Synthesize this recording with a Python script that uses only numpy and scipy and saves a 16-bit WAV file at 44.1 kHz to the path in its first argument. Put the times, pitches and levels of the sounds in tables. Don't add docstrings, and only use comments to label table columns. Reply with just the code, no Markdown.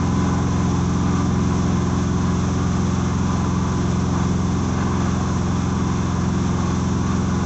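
import sys
import numpy as np
from scipy import signal
from scipy.fft import rfft, irfft, next_fast_len
from scipy.io import wavfile

SR = 44100
rng = np.random.default_rng(int(sys.argv[2]) if len(sys.argv) > 2 else 0)


def bounce(signal):
    frames = np.transpose(np.atleast_2d(signal))
    limited = np.clip(frames, -1, 1)
    pcm = np.round(limited * 32767).astype(np.int16)
    wavfile.write(sys.argv[1], SR, pcm)


N = 328545
TIME = np.arange(N) / SR


def shaft_thrum(turns, lag_turns=0.07):
    # multiple of the shaft rate, relative level in dB, change over the lift in dB.
    orders = [(1, -33, 0.5), (2, -14.5, 0), (3, -9, -1), (4, 0.43, -1.4), (5, -6.5, -1), (6, -0.5, -2)]
    return from_db(-23) * harmonics(turns - lag_turns, orders, waver=0.0077)


def frame_hum(turns):
    # multiple of the shaft rate, relative level in dB, change over the lift in dB.
    orders = [(7, -22.5, 0.5), (8, 0.5, -0.5), (9, -3, 2), (10, -10.5, -1.5), (11, -10.5, 2.5),
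              (12, -14, 4), (13, -6, -7.5), (14, -17.5, -1), (15, -20, 1), (16, -14, 3), (17, -14, -2),
              (18, -24, -1), (19, -22.5, 4), (20, -26, -1), (21, -27.5, -2.5), (22, -25.5, 0),
              (27, -28.5, 2)]
    # time in seconds, relative level of the hum in dB.
    easing = [(0.0, -22), (0.46, -22), (1.58, -22), (1.66, -21.5), (3.3, -23.5), (5.5, -23.5), (6.1, -25.5),
              (6.35, -23.5), (7.07, -24), (7.45, -24)]
    level_db = in_time(easing) + 0.5 + 0.04 * drift(3.7)
    return from_db(level_db) * harmonics(turns, orders, waver=0.017)


def gears(turns):
    # centre of a surge in seconds, length in seconds, rise in dB.
    surges = [(.3, 0.18, 1.8), (1.19, .08, 3.5), (1.98, 0.13, 2), (3.33, 0.088, 2), (4.81, 0.06, 3),
              (5.49, 0.19, 2), (6.02, .2, 2), (7.12, 0.084, 3)]
    # multiple of the shaft rate (rounded in use), relative level in dB, change over the lift in dB.
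    orders = [(33, -5.5, -1.5), (35, -7, -4.5), (37, -6.5, 2), (38, -2, 0), (41, -5.5, -1), (45, -6, -2.5),
              (46, 2, 1), (47, 0.5, -1), (48, -2.5, 1), (50, -3, 2), (51, -3.5, 1), (52, -2.5, 1),
              (54, -2, -3.5), (55, -6, 1.5), (60, -8.5, 0), (65.8, -12, 2.5), (67.6, -10.5, -1.5)]
    surge_db = swells(surges) + load_db(swing_db=0.06, wander_db=0.27)
    whine = from_db(-36.5 + surge_db) * harmonics(turns, orders, waver=0.018)
    whirr = from_db(-38 + surge_db) * gear_whirr(turns)
    return whine + whirr


def gear_whirr(turns, shimmer=1.78):
    # frequency in Hz, relative spectral level in dB.
    spectrum = [(400, -21.5), (600, -13), (830, -6), (930, -12), (1015, -1), (1150, -2.5), (1350, -7.5),
                (1500, -7.5), (1700, -9.5), (1900, -24), (2500, -16.5), (3000, -24.5), (4500, -29.5),
                (7500, -33)]
    # steel resonance in Hz, width in Hz, relative level in dB.
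    housing = [(2104, 76, -9), (3100, 70, -18.5), (3460, 64, -16.5), (3666, 160, -16.5), (4220, 190, -18.5)]
    shifting = sum(drift(3.1) * tooth_pattern(turns) for _ in range(6))
    contacts = tooth_pattern(turns) + shimmer * unit_rms(shifting)
    return coloured(contacts, spectrum, housing)


def tooth_pattern(turns, size=2048):
    phases = 2 * np.pi * rng.random(size // 2 + 1)
    contacts = unit_rms(irfft(np.exp(1j * phases)))
    return contacts[(turns * size).astype(int) % size]


def drum_rumble(turns):
    # frequency in Hz, relative spectral level in dB.
    spectrum = [(20, -19.5), (50, -7.5), (75, -10), (125, -1.5), (200, -1), (280, 1), (370, -3.5),
                (500, -10.5), (700, -22.5), (1500, -41)]
    return from_db(-32.5) * friction(turns, spectrum, throb=0.08)


def drum_scrape(turns):
    # frequency in Hz, relative spectral level in dB.
    spectrum = [(300, -21.5), (480, -6), (600, -2.5), (730, 1.5), (840, -1), (930, 1.5), (1100, 0.5),
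                (1350, -5.5), (1650, -10), (1900, -17), (3000, -30)]
    # centre of a rub in seconds, length in seconds, rise in dB.
    rubs = [(.37, .17, 5), (.68, .1, 4), (1.93, .18, 2), (3.44, .1, 4), (3.74, 0.12, 2.5), (4.18, 0.15, 4),
            (4.96, .2, 4.5), (5.21, .14, 2.5), (6.29, .1, 1.5), (6.59, .08, 3)]
    level_db = -36 + swells(rubs) + load_db(swing_db=0.06, wander_db=0.3)
    return from_db(level_db) * friction(turns, spectrum, throb=0.15)


def hiss(turns):
    # frequency in Hz, relative spectral level in dB.
    spectrum = [(1500, -2.5), (1950, -4.5), (2400, -4), (2900, -6.5), (3500, -3), (3950, -6.5),
                (4650, -9.5), (5300, -4.5), (5680, 0), (5920, 0), (6150, 1.5), (6600, -1), (6950, -4),
                (7700, -8.5)]
    # steel resonance in Hz, width in Hz, relative level in dB.
    rings = [(3465, 150, -1), (5120, 130, -5), (5680, 110, -2), (6100, 61, 1.5)]
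    level_db = -39 + load_db(swing_db=0.4, wander_db=0.48, wander_hz=6.9)
    return from_db(level_db) * friction(turns, spectrum, throb=0.07, resonances=rings)


def harmonics(turns, orders, waver, dispersion_rad=0.902):
    total = np.zeros(N)
    lifted = np.arange(N) / N
    for multiple, level_db, lift_db in orders:
        multiple = round(multiple)
        angle = 2 * np.pi * multiple * turns + dispersion_rad * multiple ** 2
        unrest = waver * multiple
        tone = (1 + unrest * drift(3.4)) * np.cos(angle) + unrest * drift(2.86) * np.sin(angle)
        total -= from_db(level_db + lift_db * lifted) * tone
    return unit_rms(total)


def friction(turns, spectrum, throb, resonances=()):
    pressure = 1 + throb * np.cos(2 * np.pi * turns)
    return pressure * coloured(rng.standard_normal(N), spectrum, resonances)


def coloured(x, spectrum, resonances=()):
    size = next_fast_len(N)
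    hz = np.maximum(np.arange(size // 2 + 1) * SR / size, 1)
    points_hz, points_db = np.transpose(spectrum)
    skirts = np.minimum(hz / points_hz[0], 1) ** 2 * np.minimum(points_hz[-1] / hz, 1) ** 2
    gain = from_db(np.interp(np.log(hz), np.log(points_hz), points_db)) * skirts
    for centre, width, level_db in resonances:
        peak = from_db(level_db) / (1 + (2 * (hz - centre) / width) ** 2)
        gain = np.hypot(gain, peak)
    return unit_rms(irfft(rfft(x, size) * gain, size)[:N])


def load_db(swing_db, wander_db, wander_hz=3.7, cycle_hz=2.295, first_peak_s=0.27):
    cycle = np.cos(2 * np.pi * cycle_hz * (TIME - first_peak_s))
    return swing_db * cycle + wander_db * drift(wander_hz)


def swells(rows):
    return sum(rise_db * np.exp(-(2 * (TIME - centre) / length) ** 2) for centre, length, rise_db in rows)


def drift(rate_hz):
    hop, settle = 100, 2000
    pole = np.exp(-2 * np.pi * rate_hz * hop / SR)
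    noise = rng.standard_normal(N // hop + settle + 2)
    slow = signal.lfilter([1], [1, -2 * pole, pole * pole], noise)[settle:]
    return np.interp(np.arange(N) / hop, np.arange(len(slow)), unit_rms(slow))


def in_time(rows):
    return np.interp(TIME, *np.transpose(rows))


def from_db(db):
    return 10 ** (np.asarray(db) / 20)


def unit_rms(x):
    return x / np.sqrt(np.mean(x ** 2) + 1e-20)


def scene():
    # time in seconds, shaft speed in turns per second.
    speed = [(0, 21.83), (.4, 21.808), (1.1, 21.835), (3.4, 21.837), (5.4, 21.85), (6, 21.873),
             (6.7, 21.832), (7.45, 21.843)]
    turns = np.cumsum(in_time(speed)) / SR - 0.523
    drive = shaft_thrum(turns) + frame_hum(turns) + gears(turns)
    drum = drum_rumble(turns) + drum_scrape(turns) + hiss(turns)
    return (drive + drum)[None]


def record(dry, cutoff_hz=7790):
    return signal.sosfilt(signal.ellip(16, 0.1, 90, cutoff_hz, fs=SR, output="sos"), dry)


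dry = scene()
out = record(dry)
bounce(out)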